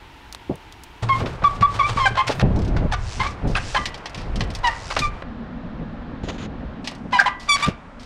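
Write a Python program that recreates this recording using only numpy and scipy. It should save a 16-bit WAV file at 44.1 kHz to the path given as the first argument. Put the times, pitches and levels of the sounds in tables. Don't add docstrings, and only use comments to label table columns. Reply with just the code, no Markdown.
import sys
import numpy as np
from scipy import signal
from scipy.fft import rfft, irfft, next_fast_len
from scipy.io import wavfile

SR = 44100
rng = np.random.default_rng(int(sys.argv[2]) if len(sys.argv) > 2 else 0)


def unload_audio(sound):
    columns = np.transpose(np.atleast_2d(sound))
    steps = np.round(np.clip(columns, -1, 1) * 32767)
    wavfile.write(sys.argv[1], SR, steps.astype(np.int16))


N = 355005
T = np.arange(N) / SR

# start in seconds, length in seconds, first pitch in Hz, last pitch in Hz, relative level in dB,
# octave in dB, treble in dB, roughness (0 is smooth, 1 or more is very rough).
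GRABS = [(1.089, 0.045, 1095, 1065, -13.5, -12, -18.5, 0), (1.132, 0.028, 1093, 1023, -21, -8, -19, 0),
         (1.439, 0.042, 1166, 1136, -10.5, -19, -22.5, 0.05),
         (1.622, 0.038, 1134, 1147, -10, -22, -25.5, 0.04), (1.791, 0.03, 1168, 1090, -13, -10.5, -18, 0.2),
         (1.825, 0.037, 1128, 1174, -21.5, -1, -15, 0), (1.97, 0.025, 1149, 1147, -16, -12.5, -20, 0.4),
         (1.99, 0.0714, 1089, 1030, -16, -7.5, -13.5, 0.23),
         (2.054, 0.023, 830, 762, -14.5, -2.5, -8.5, 0.16), (2.17, 0.047, 1042, 1051, -15, -12.5, -15, .52),
         (2.919, 0.03, 896, 688, -29, 4.5, -4.5, 0.96),
         (3.198, 0.031, 1035, 1049, -18.5, -5.5, -17.5, 0.73),
         (3.234, 0.0472, 1073, 1152, -25, -9.5, -18, 0.77),
         (3.551, 0.013, 1236, 1195, -20.5, -6.5, -32, 0.9), (3.556, 0.031, 848, 797, -38.5, 17, -0.5, 1.23),
         (3.748, 0.023, 859, 798, -24.5, 2.5, -12, 1.26),
         (3.759, 0.023, 1047, 1020, -17, -3.5, -11.5, 0.32),
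         (4.635, 0.0538, 1010, 911, -15.5, -6, -12.5, 0.28),
         (5.015, .046, 1216, 1160, -27, 3.5, -8.5, 0.12), (7.125, 0.052, 1035, 972, -14, -9, -12, 0.4),
         (7.184, 0.041, 849, 733, -21.5, 5.5, -13, 1),
         (7.258, 0.026, 1018, 1004, -14.5, -10.5, -13.5, 0.56),
         (7.481, 0.079, 1176, 1122, -18.5, -1, -0.5, 0.18), (7.622, 0.029, 1130, 1199, -21, 0, -2, 0.4)]
# pitch in Hz, relative level in dB, time to fall 60 dB when free in seconds.
RIM_MODES = [(1085.4, 1, 0.56), (1191, 12.5, 0.24), (1490, -26, 0.093), (1967, 2, 0.49), (2070, -9, 0.45),
             (2400, -29, .22)]
# frequency in Hz, relative level in dB.
TYRE_COLOUR = [(150, -54), (250, -12.5), (646, 4.5), (1220, 1), (1380, 2), (4100, -12), (4870, -14.5),
               (11000, -43.5), (12200, -53), (15500, -62)]


def from_db(db):
    return 10 ** (np.asarray(db) / 20)


def rms_one(x):
    return x / np.sqrt(np.mean(x ** 2) + 1e-20)


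def add(out, start, x):
    i = int(start * SR)
    out[i:i + len(x)] += x[:N - i]


def in_time(rows):
    seconds, *columns = np.transpose(rows)
    return [np.interp(T, seconds, column) for column in columns]


def between(start, end, fade_s=0.006):
    return np.clip(np.minimum(T - start, end - T) / fade_s + 0.5, 0, 1)


def drift(rate, size):
    knots = rng.standard_normal(size // 8 + 4)
    return np.interp(np.arange(size) * rate / SR, np.arange(len(knots)), knots)


def colour(x, points, treble_db=0):
    size = next_fast_len(len(x))
    log_hz = np.log10(np.fft.rfftfreq(size, 1 / SR) + 1)
    hz, db = np.transpose(points)
    below = np.maximum(np.log10(hz[0]) - log_hz, 0)
    above = np.maximum(log_hz - np.log10(hz[-1]), 0)
    curve_db = np.interp(log_hz, np.log10(hz), db) + treble_db * log_hz
    gain = from_db(curve_db - 60 * (below + above))
    return rms_one(irfft(rfft(x, size) * gain, size)[:len(x)])


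def grit(size, spread_db):
    return rng.standard_normal(size) * from_db(spread_db * drift(2500, size))


def resonate(x, modes):
    out = 0
    for hz, db, t60 in modes:
        r = from_db(-60 / (t60 * SR))
        feedback = [1, -2 * r * np.cos(2 * np.pi * hz / SR), r * r]
        out = out + from_db(db) * signal.lfilter([1 - r, 0, r - 1], feedback, x + 1e-18)
    return out


def swell(t, length, rise, fall):
    tighten = np.clip(t / (rise * length), 0, 1)
    let_go = np.clip((length - t) / (fall * length) + 0.63, 0, 1)
    return np.sin(np.pi / 2 * tighten * let_go) ** 2


def stick_slip(hz, grip, rough, octave_db, treble_db, flutter_db=5.0, steepening=0.85, bite=1.0, count=12):
    # frequency in Hz, relative level in dB.
    overtone_colour = [(2800, 0), (3400, -1.5), (4600, -5.5), (5800, -10.5), (7000, -11.5), (8200, -14.5),
                       (9200, -12.5), (10500, -32), (15000, -44)]
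    size, orders = len(hz), np.arange(3, count + 1)
    hz = hz * (1 + 0.055 * rough * drift(900, size) + 0.004 * drift(120, size))
    phase = 2 * np.pi * np.cumsum(hz) / SR
    tilt_db = treble_db * (1 + steepening * np.log2(orders / orders[0]))
    overtones_db = np.interp(orders * hz.mean(), *np.transpose(overtone_colour)) + tilt_db
    out = 0
    for k, db in enumerate([0, octave_db, *overtones_db], 1):
        slow_share = 0.8 if k > 1 else 0.25
        sway_db = flutter_db * (rough * drift(252, size) + slow_share * drift(72.6, size))
        strength = grip ** (1 + bite * np.log(k)) * from_db(db + sway_db)
        out = out + strength * np.sin(k * phase + rng.uniform(0, 2 * np.pi))
    return np.sqrt(2) * out


def brakes(rise=0.2, fall=0.47, lower_ratio=0.81, rub_db=-5, rub_tail_s=0.021, ring_db=-3, damped_share=0.7):
    # roughness, relative level in dB.
    lower_mode = [(.14, -37.5), (.3, -12), (.52, -7), (1, -16)]
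    # frequency in Hz, relative level in dB.
    rub_colour = [(450, -30), (750, 4), (1450, -5.5), (2000, -5), (4000, -9), (8000, -28.5), (15000, -60)]
    out, t = np.zeros(N), np.arange(SR // 6) / SR
    for start, length, first_hz, last_hz, db, octave_db, treble_db, rough in GRABS:
        hz = np.interp(t, [0, length], [first_hz, last_hz])
        grip = swell(t, length, rise, fall)
        honk = stick_slip(hz, grip, rough, octave_db, treble_db)
        lower_gain = from_db(np.interp(rough, *np.transpose(lower_mode)))
        lower = lower_gain * stick_slip(hz * lower_ratio, grip, rough, octave_db, treble_db + 1)
        sliding = (1 - np.exp(-t / 0.0016)) * np.exp(-np.maximum(t - length / 2, 0) / rub_tail_s)
        rub = rough * from_db(rub_db) * sliding * colour(grit(len(t), spread_db=3.5), rub_colour)
        add(out, start, from_db(db - 3.0) * (honk + lower + rub))
    damped_modes = [(hz, db, t60 * damped_share) for hz, db, t60 in RIM_MODES]
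    return out + from_db(ring_db) * resonate(out, damped_modes)


def rim_ringing():
    # start in seconds, relative level in dB, boost of the high modes in dB per octave.
    releases = [(3.782, -36, 2.5), (4.692, -42, 3), (7.292, -38, 4)]
    out, t = np.zeros(N), np.arange(SR // 2) / SR
    for start, db, high_db in releases:
        for hz, mode_db, t60 in RIM_MODES:
            boost_db = high_db * np.log2(hz / RIM_MODES[0][0])
            level_db = db + mode_db + boost_db - 60 * t / t60
            add(out, start, from_db(level_db) * np.sin(2 * np.pi * hz * t))
    return out


def blows(rows, spectrum, level_db, crack, crack_s, rise_s, spread_db):
    out, t = np.zeros(N), np.arange(SR // 3) / SR
    for start, db, treble_db, t60 in rows:
        dying = from_db(-60 * t / t60)
        shape = (1 - np.exp(-t / rise_s)) * (dying + crack * np.exp(-t / crack_s))
        contacts = colour(grit(len(t), spread_db), spectrum, treble_db)
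        add(out, start - rise_s, from_db(db + level_db) * shape * contacts)
    return out


def scrapes(rows, spectrum, spread_db, chatter_db):
    out, t = np.zeros(N), np.arange(SR // 5) / SR
    for start, length, db, treble_db in rows:
        chatter = from_db(chatter_db * drift(184, len(t)))
        grains = colour(grit(len(t), spread_db) * chatter, spectrum, treble_db)
        add(out, start, from_db(db) * swell(t, length, rise=0.028, fall=0.33) * grains)
    return out


def tyre_blows(landing_t60_s=0.12, knock_db=3, knock_growth=1.52, knock_t60_s=0.059):
    # start in seconds, relative level in dB, treble tilt in dB.
    landings = [(1.032, -20.5, -24), (1.204, -20, -2), (1.26, -19.5, 7), (1.421, -19.5, -15),
                (1.61, -21, 14), (1.74, -33, 28), (2.324, -28, 31), (2.766, -21, 5.5), (4.966, -10.5, 3),
                (7.683, -24.5, 18)]
    rows = [(*landing, landing_t60_s) for landing in landings]
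    for start, _, _, _, grab_db, *_ in GRABS:
        rows.append((start, knock_db + knock_growth * grab_db, 0, knock_t60_s))
    return blows(rows, TYRE_COLOUR, level_db=-7.0, crack=0.41, crack_s=0.0064, rise_s=0.0018, spread_db=2.5)


def tyre_slides(lead_s=0.004, scuff_s=0.036, scuff_db=-28.5, scuff_treble_db=7):
    # start in seconds, length in seconds, level in dB, treble tilt in dB.
    skids = [(2.152, 0.029, -27.5, 0), (2.268, 0.059, -27.5, 17.5), (2.396, 0.025, -24.5, 5.5),
             (4.685, 0.088, -36.5, -4), (4.902, 0.026, -30, 8), (5.222, 0.0056, -27, -9),
             (7.555, 0.12, -28, 16)]
    scuffs = []
    for start, *_, rough in GRABS:
        rough_db = 20 * np.log10(abs(rough) + 1e-9)
        scuffs.append((start - lead_s, scuff_s, scuff_db + rough_db, scuff_treble_db))
    return scrapes(skids + scuffs, TYRE_COLOUR, spread_db=4.5, chatter_db=4.0)


def ratchet_ticks(first_s=2.56, tooth_s=0.0295, count=5):
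    return [(first_s + k * tooth_s, -28, 4, 0.085) for k in range(count)]


def metal_blows(rebound_s=0.036, rebound_db=-26.5, rebound_share=0.22, loss_db=13):
    # start in seconds, relative level in dB, treble tilt in dB.
    clanks = [(3.2693, -19, -8), (3.473, -31, 11), (3.856, -7.5, -7), (3.943, -18, -12),
              (4.0576, -13.5, -14), (4.146, -18, -7), (4.1768, -24.5, -14), (4.358, -17.5, -3),
              (4.407, -8.5, -18), (4.5031, -23.5, 2), (4.55, -16, 6), (4.671, -11, -3), (4.9906, -7.5, 5),
              (6.8444, -24.5, -8), (6.8744, -10.5, -7.5), (6.9182, -22, -34), (7.11, -36, -15),
              (7.2, -10, 3), (7.398, -30.5, 4), (7.9958, -35, 1)]
    # clank level in dB, time to fall 60 dB in seconds.
    shiver = [(-27.5, 0.52), (-21, 0.051), (-24, 0.079)]
    # frequency in Hz, relative level in dB.
    clank_colour = [(710, -9), (1200, -7), (1380, -39), (1650, -4.5), (2360, -3.5), (3390, -2.5),
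                    (5310, -3.5), (7020, -13.5), (8700, -17.5), (11500, -31), (14100, -38), (15500, -56)]
    rows = ratchet_ticks()
    for start, db, treble_db in clanks:
        rows.append((start, db, treble_db, np.interp(db, *np.transpose(shiver))))
        delays = np.cumsum(rebound_s * rng.uniform(0.8, 1.1, size=2))
        for k, delay in enumerate(delays):
            soft_db = rebound_db + rebound_share * db - k * loss_db
            rows.append((start + delay, soft_db, 12, 0.053))
    rows = [row for row in rows if row[0] < T[-1]]
    return blows(rows, clank_colour, level_db=-12, crack=0.65, crack_s=0.00077, rise_s=0.00044, spread_db=0)


def freehub(level_db=7):
    # time in seconds, relative level in dB, pawl clicks per second.
    kicks = [
        [(2.96, -61, 180), (3.122, -41.5, 96), (3.34, -59.5, 530)],
        [(3.58, -52.5, 190), (3.71, -43.5, 180), (3.86, -55, 240)],
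        [(4.7, -55.5, 120), (4.926, -45.5, 81), (5.08, -50, 134)],
    ]
    # frequency in Hz, relative level in dB.
    pawl_colour = [(1470, -19), (2500, -10), (3020, -10), (3400, -11.5), (5530, -8.5), (7810, -16.5),
                   (10300, -28), (13900, -60), (15000, -61)]
    out = np.zeros(N)
    for kick in kicks:
        db, per_s = in_time(kick)
        turns = np.cumsum(per_s * (1 + 0.08 * drift(34, N)) / SR)
        since_click = turns % 1 / per_s
        clicks = np.exp(-since_click / 0.0016) + 0.27
        spinning = between(kick[0][0], kick[-1][0], fade_s=0.04)
        out += spinning * from_db(db + level_db) * colour(clicks * rng.standard_normal(N), pawl_colour)
    return out


def stairs(tread_db=12, boom_db=-3, clatter_db=2.5, jolt_db=6.0):
    # time in seconds, relative level of tread and rattle in dB, relative level of the planks' boom in dB.
    ride = [(1.03, -45, -29), (1.246, -50.5, -21), (1.664, -50, -28.5), (2.036, -38.5, -23),
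            (2.23, -52, -35), (2.42, -61, -15.5)]
    # frequency in Hz, relative level in dB.
    tread_colour = [(150, -27), (250, -24), (341, -0.5), (768, 1), (882, 4), (1160, 6), (1510, -3.5),
                    (3700, -5.5), (8920, -20), (11200, -39.5), (12600, -42.5), (15500, -48)]
    # pitch in Hz, relative level in dB, time to fall 60 dB in seconds.
    plank_modes = [(87.5, -31, 0.27), (114, 14, 0.32), (160, -28, 0.36)]
    rattle, boom = in_time(ride)
    knobs = from_db(clatter_db * drift(90, N) + jolt_db * drift(21.65, N))
    tread = from_db(rattle + tread_db) * colour(grit(N, spread_db=3) * knobs, tread_colour)
    planks = from_db(boom + boom_db) * rms_one(resonate(rng.standard_normal(N) * knobs, plank_modes))
    return between(1.025, 2.425) * (tread + planks)


def rocks(x, echo_db=-19, fade_s=0.048):
    t = np.arange(SR // 3) / SR
    scatter = colour(grit(len(t), spread_db=7.5), [(100, -5), (2500, 10), (12000, -17.0)])
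    scatter = scatter * np.exp(-t / fade_s) * (t > 0.006)
    return x + from_db(echo_db) * signal.fftconvolve(x, scatter / np.linalg.norm(scatter))[:N]


def film_snaps():
    # start in seconds, relative level in dB, treble tilt in dB, time to fall 60 dB in seconds.
    snaps = [(0.326, -20, -5, 0.032), (0.3483, -18.5, -16, 0.025), (0.5566, -32, 20, 0.017),
             (0.7245, -27.5, -14, 0.039), (0.836, -26, 16, 0.036)]
    # frequency in Hz, relative level in dB.
    snap_colour = [(590, -18), (1000, -10), (2830, -12), (3480, -2.5), (5920, -5), (11300, -12.5),
                   (14400, -21), (15800, -16)]
    return blows(snaps, snap_colour, level_db=-14.5, crack=3.3, crack_s=0.0006, rise_s=0.0001, spread_db=0)


def dull_bumps():
    # start in seconds, relative level in dB, treble tilt in dB, time to fall 60 dB in seconds.
    bumps = [(0.497, -10, 5.5, .14), (1.214, -14.5, 0, 0.22), (1.236, -19.5, 7.5, 0.36),
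             (1.432, -15.5, -29, 0.15), (1.61, -10.5, -19, 0.12), (1.963, -13, -23, 0.098),
             (2.108, -18, -10, 0.17), (2.294, -13, 29, 0.13), (2.427, -6, -0.5, 0.3),
             (3.44, -16, -15, 0.32), (3.499, -11, -10, 0.12), (4.407, -16.5, 3, .14),
             (4.968, -24, 0, 0.035), (6.237, -10.5, -5, 0.047), (6.274, -20.5, 9, 0.33),
             (7.685, -9, -1, 0.042)]
    # frequency in Hz, relative level in dB.
    bump_colour = [(40, -15), (100, 9.5), (280, -2), (450, -4.5), (850, -15), (1150, -26.5), (2000, -74)]
    return blows(bumps, bump_colour, level_db=-4.5, crack=0.043, crack_s=0.012, rise_s=0.0015, spread_db=1)


def handling():
    # start in seconds, length in seconds, level in dB, treble tilt in dB.
    rubs = [(6.232, 0.13, -45.5, 4), (6.285, 0.024, -32.5, -2), (6.38, 0.079, -40.5, -1)]
    # frequency in Hz, relative level in dB.
    housing_colour = [(800, 1), (1400, 1), (2600, -1), (3600, -0.5), (5500, -13), (6900, -6.5),
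                      (7500, -21.5), (15000, -49)]
    return scrapes(rubs, housing_colour, spread_db=0.0, chatter_db=1.5)


def wind(rumble_db=1, flutter_db=0, lumpy_db=4.0, hollow_db=-36, far_db=-9):
    # time in seconds, relative rumble in dB, relative flutter in dB.
    gusts = [
        [(1.03, -35.5, -35), (2.156, -34, -50.5), (2.41, -44, -46)],
        [(2.43, -19.5, -25.5), (2.86, -21, -26), (2.94, -26.5, -45), (3.08, -20.5, -45), (3.13, -37, -51),
         (3.21, -23, -35), (3.41, -45, -42.5), (3.45, -22, -19.5), (3.6, -26.5, -36.5), (4.07, -46.5, -45.5),
         (4.35, -24, -29), (4.92, -39, -50), (4.97, -25.5, -32), (5.22, -37.5, -48)],
        [(5.23, -39.5, -45.5), (6.64, -38, -36.5), (6.67, -31.5, -43), (6.78, -46, -38), (7.64, -41.5, -51),
         (7.68, -31, -31), (7.81, -51, -55), (8.05, -44, -64)],
    ]
    # frequency in Hz, relative level in dB.
    rumble_colour = [(8.8, -28), (15, 5), (50, 4.5), (113, -2.5), (146, -17.5), (180, -14), (230, -35.5),
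                     (400, -120)]
    flutter_colour = [(80, -6), (150, 2), (230, -3), (400, -11), (700, -14.5), (1400, -33), (4000, -57.5)]
    # pitch in Hz, relative level in dB, time to fall 60 dB in seconds.
    hollow_modes = [(173.5, 8.5, 0.044), (220.6, 9, 0.076), (252.4, 4.5, 0.04)]
    low, high = in_time(np.vstack(gusts))
    eddies = lumpy_db * drift(35, N)
    rumble = from_db(low + rumble_db) * colour(rng.standard_normal(N), rumble_colour)
    flutter = from_db(high + flutter_db + eddies) * colour(rng.standard_normal(N), flutter_colour)
    hollow = resonate(resonate(rng.standard_normal(N), hollow_modes), hollow_modes)
    drone = from_db(hollow_db) * rms_one(hollow)
    near_then_far = between(5.25, 7.15) + from_db(far_db) * between(7.15, 8.1)
    return between(1.025, 8.1) * (rumble + flutter) + near_then_far * drone


def air():
    # start in seconds, end in seconds.
    places = [(0, 1.025), (1.025, 5.23), (5.23, 6.82), (6.82, 8.1)]
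    air_db = [-44, -40.5, -43, -45]
    # frequency in Hz, relative level in dB.
    room = [(25, -4), (60, -1), (110, -8), (200, -16.5), (320, -10.5), (560, -22.5), (820, -13.5),
            (906, -8.5), (1100, -18), (1700, -19), (2900, -19.5), (4300, -28.5), (8000, -41), (15500, -48)]
    beach = [(250, -12.5), (400, -7.5), (900, -6.5), (1450, -10.5), (2500, -18.5), (4600, -30),
             (9000, -46.5), (14000, -63)]
    crevice = [(210, -30), (350, -28), (477, -3.5), (1800, -12.5), (2030, -18.5), (3890, -26.5),
               (14000, -72.5)]
    surf = [(300, 0), (600, 8.5), (1200, 6), (2500, -7), (5000, -20.5), (9000, -31), (14000, -58)]
    out = np.zeros(N)
    for (start, end), db, spectrum in zip(places, air_db, [room, beach, crevice, surf]):
        out += between(start, end) * from_db(db) * colour(rng.standard_normal(N), spectrum)
    return out


def scene():
    echoing = brakes() + rim_ringing() + tyre_blows() + tyre_slides() + metal_blows() + freehub()
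    bike = rocks(echoing) + stairs()
    return (bike + film_snaps() + dull_bumps() + handling() + wind() + air())[None]


def record(dry):
    rounded = 0.8 * np.tanh(dry / 0.8)
    low_pass = signal.butter(16, 15800, fs=SR, output="sos")
    return signal.sosfiltfilt(low_pass, rounded)


dry = scene()
out = record(dry)
unload_audio(out)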